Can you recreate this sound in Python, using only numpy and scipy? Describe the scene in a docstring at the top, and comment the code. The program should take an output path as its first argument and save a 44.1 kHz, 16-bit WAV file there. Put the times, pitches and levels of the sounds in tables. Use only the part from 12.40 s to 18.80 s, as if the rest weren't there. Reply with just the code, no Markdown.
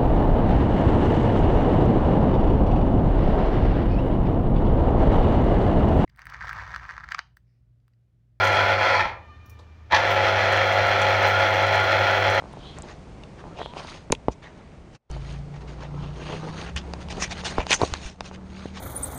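"""Puppies against the camera

Puppies scuffle on a porch's tile floor, right against a hand-held camera: fur rubs and scrapes over
the case, noses and paws bump it, claws tick, and one pup sniffs and faintly whines. Near the middle
the sound drops out briefly and returns with a thin metallic ring. From there a far engine hums and
slowly speeds up over the low noise of the porch."""
import sys
import numpy as np
from scipy import signal
from scipy.fft import rfft, irfft, next_fast_len
from scipy.io import wavfile
from scipy.ndimage import uniform_filter1d, map_coordinates

SR = 44100
rng = np.random.default_rng(int(sys.argv[2]) if len(sys.argv) > 2 else 0)


def waveform_to_disk(signal):
    """Save audio, clipped to [-1, 1], as 16-bit WAV at the path in sys.argv[1]."""
    frames = np.transpose(np.atleast_2d(signal))
    scaled = np.clip(frames, -1, 1) * 32767
    samples = np.round(scaled).astype(np.int16)
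    wavfile.write(sys.argv[1], SR, samples)


N = 282221
TIME = np.arange(N) / SR


def amp(db):
    """Decibels to gain."""
    return 10 ** (np.asarray(db) / 20)


def unit(x):
    """x at rms 1."""
    return x / np.sqrt(np.mean(x ** 2) + 1e-20)


def curves(rows):
    """One value per sample for each column after the time."""
    times, *columns = np.transpose(rows)
    return [np.interp(TIME, times, column) for column in columns]


def wobble(rate):
    """A smooth random curve, rate knots a second."""
    return map_coordinates(rng.standard_normal(int(N * rate / SR) + 4), [TIME * rate])


def filtered(x, response):
    """x through a complex frequency response."""
    size = next_fast_len(len(x) + 8192)
    return irfft(rfft(x, size) * response(np.fft.rfftfreq(size, 1 / SR)), size)[:len(x)]


def coloured(x, points):
    """x shaped by (Hz, dB) points joined on a log axis."""
    hz, db = np.transpose(points)
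    return filtered(x, lambda f: amp(np.interp(np.log(f + 1), np.log(hz + 1), db)))


def resonance(f, centre, width):
    """Response of one damped mode."""
    return 1j * f * width / (centre ** 2 - f ** 2 + 1j * f * width)


def band(x, centre, width):
    """x passed twice through one damped mode."""
    return filtered(x, lambda f: resonance(f, centre, width) ** 2)


def add(track, s, x):
    """Mix x into the track from time s on."""
    start = max(round(s * SR), 0)
    track[start:start + len(x)] += x[:max(N - start, 0)]


def stroke(t, half):
    """Strength of a stroke that swells and fades around t = 0."""
    return 1 / np.cosh(np.clip(t / half, -20, 20)) ** 2


# The open air on the porch. Each row: frequency in Hz, spectral density in dB.
PORCH_SPECTRUM = [(10, -30), (25, -9), (40, -2), (62, 0), (100, -5), (150, -3), (250, -11), (400, -13),
                  (800, -18), (1600, -28.5), (2200, -29), (3200, -34.5), (6300, -40.5), (9500, -48),
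                  (10400, -62)]
# Its rise and fall. Each row: time in seconds, level in dB.
PORCH_LOUDNESS = [(0, -43.5), (1.5, -43.5), (2.0, -47), (2.55, -46.5), (2.7, -43.5), (3.9, -46), (4.6, -40),
                  (5.4, -40.5), (5.9, -46.5)]


def porch():
    """Low outdoor noise all around the microphone, drifting a little."""
    level_db, = curves(PORCH_LOUDNESS)
    air = unit(coloured(rng.standard_normal(N), PORCH_SPECTRUM))
    return amp(level_db + 0.44 * wobble(5.5)) * air


def friction(rate, spread_db, smooth):
    """Hairs catch and slip: tiny impulses of uneven size, rate a second, on an even hiss."""
    slips = (rng.random(N) < rate / SR) * rng.choice([-1, 1], N)
    sizes = amp(spread_db * np.minimum(rng.standard_normal(N), 2))
    return unit(unit(slips * sizes) + smooth * rng.standard_normal(N))


def patchy(x, depth_db=2.5):
    """As the contact wanders, resonances come and go: patches a few hundred Hz wide, some 20 ms long."""
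    spectra = signal.stft(x, nperseg=512)[2]
    patches = uniform_filter1d(rng.standard_normal(spectra.shape), size=5, axis=0)
    patches = uniform_filter1d(patches, size=4, axis=1)
    return unit(signal.istft(spectra * amp(depth_db * unit(patches)), nperseg=512)[1][:N])


def snags(count=420, centre_hz=1700, life_s=0.002):
    """Tufts snag and let go: tiny separate scrapes, each with its own pitch and size."""
    out, t = np.zeros(N), np.arange(SR // 64) / SR
    for s in rng.uniform(0, N / SR, count):
        hz = centre_hz * np.exp(0.55 * rng.standard_normal())
        burst = rng.standard_normal(len(t)) * t * np.exp(-t / life_s)
        add(out, s, amp(rng.uniform(-3, 3)) * unit(band(burst, hz, hz / 2)))
    return unit(out)


# Rubbing on the case: low rumble and hiss, with two narrow treble gaps that are not the fur's.
# Each row: frequency in Hz, spectral density in dB.
RUMBLE_SPECTRUM = [(120, 3), (220, 4.5), (380, 7.5), (560, 1.5), (900, 2), (1300, -4), (1800, -16.5),
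                   (3000, -31), (5000, -115)]
HISS_SPECTRUM = [(900, 5.5), (1600, 5), (3400, 1), (4500, 2), (5500, -6), (6700, -1.5), (7400, -23),
                 (8400, -11.5), (9500, -14.5), (10500, -63.5)]
# A coat drags slowly past, right at the microphone.
# Each row: middle in seconds, pressure in dB, half length in seconds, hiss in dB.
COAT_DRAGS = [(0.18, -50, 0.21, -59), (0.457, -48, 0.11, -58), (1.1, -46, 0.11, -62),
              (1.39, -42, 0.042, -49.5), (1.503, -73, 0.077, -45), (2.168, -50.5, .08, -63.5),
              (2.73, -46, 0.049, -51), (2.894, -51.5, 0.072, -49), (3.366, -46.5, 0.18, -61.5),
              (3.614, -44.5, 0.083, -57.5), (3.827, -40, 0.08, -49), (3.937, -38, 0.058, -45),
              (4.069, -37.5, 0.058, -46.5), (4.208, -39, 0.058, -40.5), (4.518, -44, 0.12, -58),
              (4.62, -67, 0.016, -45.5), (4.77, -38, 0.039, -45.5), (4.986, -55, 0.031, -39),
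              (5.128, -38.5, 0.032, -40.5), (5.543, -60, 0.042, -40.5), (5.908, -48.5, 0.18, -80),
              (6.218, -55.5, 0.11, -49)]


def rubbing(body_uneven_db=1.6, hiss_uneven_db=0.4, snag_db=-5):
    """Coats drag on the case: coarse slips rumble, fine ones hiss, under one grip; snags crackle."""
    grip = wobble(70)
    coarse = patchy(friction(rate=600, spread_db=3, smooth=0.7))
    fine = patchy(friction(rate=1000, spread_db=3, smooth=0.7))
    body = amp(body_uneven_db * grip) * unit(coloured(coarse, RUMBLE_SPECTRUM))
    hiss = amp(hiss_uneven_db * grip) * unit(coloured(fine, HISS_SPECTRUM))
    pressure, slide = np.zeros(N), np.zeros(N)
    for s, pressure_db, half, hiss_db in COAT_DRAGS:
        swell = stroke(TIME - s, half)
        pressure += amp(pressure_db) * swell
        slide += amp(hiss_db) * swell
    return pressure * body + slide * (hiss + amp(snag_db) * snags())


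# Noses and paws bump the case that holds the microphone.
# Each row: start in seconds, peak in dB, contact time in ms, ring of the struck spot in Hz.
CASE_BUMPS = [(0.022, -26.5, 0.72, 710), (0.04, -28.5, 0.8, 650), (0.057, -30.5, 0.74, 800),
              (0.137, -28.5, 0.94, 800), (0.171, -29.5, 1.4, 850), (0.386, -29.5, 0.55, 750),
              (0.836, -33, 0.24, 700), (1.0405, -29, 0.7, 845), (1.188, -28, 0.88, 810),
              (1.2004, -23, 0.85, 680), (1.2159, -17, 0.73, 696), (1.2305, -26, 0.5, 650),
              (1.26, -20.5, 0.69, 687), (1.3367, -27, 0.59, 930), (1.3686, -23, 1.1, 800),
              (1.397, -25, 0.55, 850), (1.405, -26, 0.54, 950), (1.448, -26.5, 0.61, 754),
              (1.7016, -19.5, 0.6, 330), (1.706, -12, 2.2, 130), (1.7252, -7, 0.37, 706),
              (1.7268, -5, 1.16, 380), (1.8838, -2, 1.03, 350), (2.765, -28.5, 0.99, 750),
              (3.928, -24, 0.53, 850), (4.537, -18, 0.52, 660), (4.687, -26, 0.34, 710),
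              (5.037, -22.5, 0.68, 610), (5.1826, -7.5, 0.61, 750), (5.1838, -11, 2.2, 130),
              (5.2676, -17, 0.45, 795), (5.308, -12.5, 1, 500), (5.4164, -6, 0.87, 410),
              (5.434, -4, 1.08, 281), (5.4368, -10.5, 1.22, 750), (5.5386, -10.5, 0.27, 1180),
              (5.808, -15, 0.41, 776), (5.913, -26, 0.56, 700), (6.2565, -18, 1.84, 260)]


def knocks(grit=0.021, leak_hz=70, panel_hz=910, shell_hz=2700):
    """One short push a bump: the struck spot is heavily damped; panel and shell ring a few cycles."""
    def case(f, spot_hz):
        push = 0.38 * 1j * f / (leak_hz + 1j * f)
        modes = resonance(f, panel_hz, width=230) + resonance(f, shell_hz, width=450)
        return push + resonance(f, spot_hz, width=560) + amp(-4) * modes

    out, ms = np.zeros(N), np.arange(SR // 16) * 1000 / SR
    for s, db, contact_ms, hz in CASE_BUMPS:
        force = np.sin(np.pi * np.minimum(ms / contact_ms, 1)) ** 2
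        force *= 1 + grit * rng.standard_normal(len(ms))  # rough surfaces crunch as they meet
        bump = filtered(force, lambda f: case(f, hz))
        add(out, s, amp(db) * bump / np.abs(bump).max())
    return out


def walls(x, t60=0.074, dull_hz=4000):
    """A short, duller answer from the tiles and walls around the camera."""
    t = np.arange(SR // 2) / SR
    tail = rng.standard_normal(len(t)) * amp(-60 * t / t60)
    reflected = signal.fftconvolve(x, tail / np.linalg.norm(tail))[:N]
    return filtered(reflected, lambda f: 1 / (1 + 1j * f / dull_hz))


def rasp(rate=330, depth_db=6):
    """Stick and slip: the grip lets go at an uneven rate, and each slip dies away until the next."""
    cycle = np.cumsum(rate * amp(3 * wobble(250))) / SR % 1
    return unit(amp(-depth_db * cycle))


# A nose close to the microphone. Each row: middle in seconds, level in dB, half length in seconds.
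CLOSE_SNIFFS = [(0.283, -47.5, 0.062), (1.229, -44.5, 0.03), (1.294, -55, 0.0397)]
# Its whistles. Each row: pitch in Hz, relative level in dB.
NOSTRIL_WHISTLES = [(3300, 1), (4000, -5)]


def sniffs(flutter=0.033, drift=0.018, sag=0.06):
    """A puppy draws air through narrow nostrils that half whistle, sagging in pitch as the flow ends."""
    flow = sum(amp(db) * stroke(TIME - s, half) for s, db, half in CLOSE_SNIFFS)
    hiss = unit(band(rng.standard_normal(N), centre=3350, width=1200))
    bend = 1 + drift * wobble(35) - sag * (1 - flow / flow.max()) ** 4
    whistle = np.zeros(N)
    for hz, db in NOSTRIL_WHISTLES:
        pitch = hz * bend * (1 + flutter * wobble(500))
        whistle += amp(db + 3.3 * wobble(110)) * np.sin(2 * np.pi * np.cumsum(pitch) / SR)
    return unit((hiss + unit(whistle)) * rasp()) * flow


# Gritty scraping noise, duller toward the top, with a narrow treble gap that is not the scrape's.
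# Each row: frequency in Hz, spectral density in dB.
GRIT_SPECTRUM = [(100, 23.5), (400, 21), (800, 16.5), (1400, 11), (2500, 8), (4000, 4.5), (5500, 3),
                 (6800, 3), (7700, -9), (9000, -4), (10200, -42.5)]
# Quick scrapes over the case, at the microphone. Each row: peak time in seconds, level in dB,
# rise and fall in seconds, brightest band in Hz, linear gain of the ring there.
CASE_SCRAPES = [(0.374, -45, 0.008, 0.016, 1500, 0), (0.51, -45, 0.036, 0.023, 1990, 0.5),
                (0.996, -47, 0.019, .02, 1620, .5), (1.192, -45.5, 0.024, 0.0073, 2600, 8),
                (1.203, -34.5, 0.025, 0.015, 750, 4), (1.378, -39.5, 0.013, 0.043, 1900, -1),
                (1.476, -47, 0.01, 0.011, 1140, 9), (1.57, -46, 0.025, 0.016, 1560, -0.5),
                (1.724, -23.5, 0.0028, 0.0029, 3300, 0.5), (1.926, -50, 0.011, 0.01, 6700, 1.5),
                (2.029, -45, 0.0065, 0.054, 1850, 3.5), (2.29, -62, 0.15, 0.12, 2110, 9),
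                (2.552, -55, 0.027, 0.025, 3560, -0.5), (2.95, -49.5, 0.017, .024, 1810, 0.5),
                (3.162, -47.5, 0.026, 0.017, 1600, -0.5), (3.22, -49.5, 0.014, 0.013, 2100, 0),
                (3.29, -48.5, 0.018, 0.053, 2400, 0), (3.438, -40, 0.038, 0.026, 1280, 0),
                (3.645, -51, 0.053, 0.051, 3030, 12), (3.93, -43.5, 0.1, 0.052, 2920, 10),
                (4.29, -38.5, 0.028, 0.015, 1500, 0.5), (4.366, -31, 0.0043, 0.025, 3020, 1.5),
                (4.711, -35.5, 0.012, 0.021, 4550, 0), (4.83, -37, 0.032, 0.037, 2570, 5),
                (4.829, -26, 0.019, 0.018, 6160, 1), (4.924, -30, 0.013, 0.0089, 3640, 0),
                (5.064, -28.5, 0.016, 0.036, 4700, 0), (5.196, -30, 0.022, 0.031, 1080, 2),
                (5.21, -36, 0.028, 0.02, 2360, 13), (5.324, -17, 0.018, 0.016, 2930, 2.9),
                (5.335, -24, 0.024, 0.022, 6460, 12), (5.427, -27, 0.025, 0.02, 1040, 1.3),
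                (5.448, -37.5, 0.043, 0.047, 6600, -0.1), (5.659, -41, 0.052, 0.048, 4830, -0.5),
                (5.863, -42.5, 0.02, 0.02, 3970, 0), (5.944, -46, 0.02, 0.018, 2760, 0.2),
                (6.372, -39, 0.021, 0.026, 2600, -0.4)]


def scrapes(breadth=1.64, ring_breadth=0.28, ragged_db=1.92, edge=1.8, skirt=0.095):
    """Juddering strokes bite and let go; each scrape has its own bright band, which may ring."""
    out = np.zeros(N)
    slips = friction(rate=4000, spread_db=1.0, smooth=0.49) * rasp() * amp(ragged_db * wobble(230))
    grit = coloured(patchy(slips), GRIT_SPECTRUM)
    for s, db, rise, fall, hz, ring in CASE_SCRAPES:
        near = slice(max(round((s - 0.3) * SR), 0), round((s + 0.4) * SR))
        t = TIME[near] - s
        half = np.where(t < 0, rise, fall)
        bite = (1 - skirt) * np.exp(-np.abs(t / half) ** edge) + skirt * stroke(t, 2 * half)
        response = lambda f: resonance(f, hz, breadth * hz) + ring * resonance(f, hz, ring_breadth * hz)
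        scrape = unit(bite * filtered(grit[near], response))
        out[near] += amp(db) * np.sqrt(np.mean(bite ** 2)) * scrape
    return out


# Claws at close range. Each row: start in seconds, peak in dB, ring in Hz.
CLAW_TICKS = [(0.386, -29, 7300), (0.422, -28, 7250), (0.836, -33.5, 2430), (1.218, -33, 1870),
              (1.259, -35, 2520), (1.336, -37, 2400), (1.37, -38, 3200), (1.397, -35, 2600),
              (1.7215, -6.5, 5950), (1.7503, -26, 2900), (1.884, -28, 2700), (2.714, -32.5, 6260),
              (4.363, -23, 7250), (4.3747, -22, 2500), (4.536, -25, 4340), (4.686, -32, 2970),
              (4.914, -38, 3460), (5.267, -24.5, 3960), (5.308, -10, 5000), (5.317, -9.5, 3200),
              (5.416, -19.5, 4200), (5.538, -15.5, 4160), (5.807, -23, 3770)]


def claws(cycles=26, breadth=0.59, tail_db=-24.5, tail_t60=0.011):
    """A hard claw makes a bright crack, gone in a few milliseconds; the higher its pitch, the sooner."""
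    out, t = np.zeros(N), np.arange(SR // 25) / SR
    for s, db, hz in CLAW_TICKS:
        decay = amp(-60 * t * hz / cycles) + amp(tail_db - 60 * t / tail_t60)
        tick = band(rng.standard_normal(len(t)) * decay, hz, breadth * hz)
        add(out, s, amp(db) * tick / np.abs(tick).max())
    return out


# One faint whine beside the camera. Each row: time in seconds, pitch in Hz, level in dB.
WHINE_CONTOUR = [(1.24, 934, -76), (1.28, 938, -52), (1.325, 984, -47), (1.36, 1063, -55),
                 (1.42, 1100, -46)]


def whine(middle_s=1.325, half_s=0.1):
    """A puppy's thin voice: one rising, wavering tone."""
    pitch, level_db = curves(WHINE_CONTOUR)
    phase = 2 * np.pi * np.cumsum(pitch * (1 + 0.0089 * wobble(87.8))) / SR
    sounding = np.abs(TIME - middle_s) < half_s
    return sounding * amp(level_db + 3.1 * wobble(61.4)) * np.sin(phase)


# A puppy leans into the hand-held camera. 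Each row: start in seconds, peak in dB, sway in Hz.
BODY_SHOVES = [(1.707, -23, 45), (1.886, -22.5, 56.7), (2.707, -30.5, 49.5), (4.357, -26, 74),
               (5.186, -17, 48.6), (5.424, -18.5, 96), (5.522, -23, 64.6), (5.654, -26.5, 45)]


def shoves(t60=0.062, rise_s=0.0032):
    """A soft body sways the camera for a cycle or two."""
    out, t = np.zeros(N), np.arange(SR // 5) / SR
    for s, db, hz in BODY_SHOVES:
        sway = np.sin(2 * np.pi * hz * t) * amp(-60 * t / t60) * (1 - np.exp(-t / rise_s))
        add(out, s, amp(db) * sway / np.abs(sway).max())
    return out


# A gap near the middle. Each row: time in seconds, gain in dB.
DROPOUT_GAIN = [(2.562, 0), (2.585, -32), (2.692, -31), (2.701, 0)]


def dropout(x):
    """Everything, near and far, falls away briefly."""
    gain_db, = curves(DROPOUT_GAIN)
    return x * amp(gain_db)


# An engine far from the porch. Each row: time in seconds, speed in cycles a second.
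ENGINE_SPEED = [(2.7, 27.1), (3.2, 28.8), (3.45, 29.3), (3.72, 28.9), (4.3, 33.5), (4.7, 35.5),
                (5.45, 37.1), (5.95, 37.5), (6.4, 38.3)]
# Its exhaust drone. Each row: multiple of the speed, relative level in dB.
EXHAUST_ORDERS = [(1, -14), (3, -12), (4, -17), (5, 0), (6, -9), (9, -21)]
# What reaches the microphone. Each row: time in seconds, exhaust drone in dB, firing boom in dB.
ENGINE_LOUDNESS = [(2.7, -39, -32.5), (3.0, -37.5, -38.5), (3.13, -39, -47.5), (3.25, -44.5, -38),
                   (3.42, -43, -42.5), (3.62, -32.5, -40.5), (3.8, -41.5, -41), (4.03, -35.5, -56),
                   (4.2, -41.5, -40.5), (4.45, -43.5, -38.5), (4.95, -41.5, -43.5), (5.55, -53, -48.5),
                   (6.1, -43.5, -45.5)]


def engine(waver_db=1.3):
    """Only the low orders of the far engine carry; each wavers on its way."""
    speed, = curves(ENGINE_SPEED)
    drone_db, boom_db = curves(ENGINE_LOUDNESS)
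    phase = 2 * np.pi * np.cumsum(speed * (1 + 0.0039 * wobble(12))) / SR

    def tone(order, db):
        rms = amp(db + waver_db * wobble(20))
        return np.sqrt(2) * rms * np.sin(order * phase + 2 * np.pi * rng.random())

    boom = tone(order=2, db=boom_db)
    drone = sum(tone(order, drone_db + db) for order, db in EXHAUST_ORDERS)
    return (boom + drone) * (TIME > ENGINE_SPEED[0][0])


def wire(start_s=2.703, pitch_hz=3040, width_hz=220, level_db=-57.5, t60=0.81):
    """A thin, blurred ring, like a brushed cage wire, that dies away."""
    age = np.maximum(TIME - start_s, 0)
    ring = unit(band(rng.standard_normal(N), pitch_hz, width_hz))
    return (age > 0) * amp(level_db - 60 * age / t60) * ring


def scene():
    """From among the puppies: nearly dry contacts up close, the porch and the engine behind."""
    contacts = knocks() + scrapes() + claws()
    close = rubbing() + contacts + amp(-14) * walls(contacts) + sniffs() + whine() + shoves() + wire()
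    dip = amp(-10 * stroke(TIME - 5.755, half=0.031))  # the background dips briefly near the end
    background = (porch() + engine()) * dip
    return dropout(close + background)[None]


def record(dry, ceiling=0.62, top_hz=10487):
    """The camera rounds off the highest peaks and keeps nothing above its band limit."""
    rounded = dry[0] / (1 + (dry[0] / ceiling) ** 8) ** (1 / 8)
    return filtered(rounded, lambda f: 1 / np.sqrt(1 + (f / top_hz) ** 200))[None]


dry = scene()
out = record(dry)
waveform_to_disk(out)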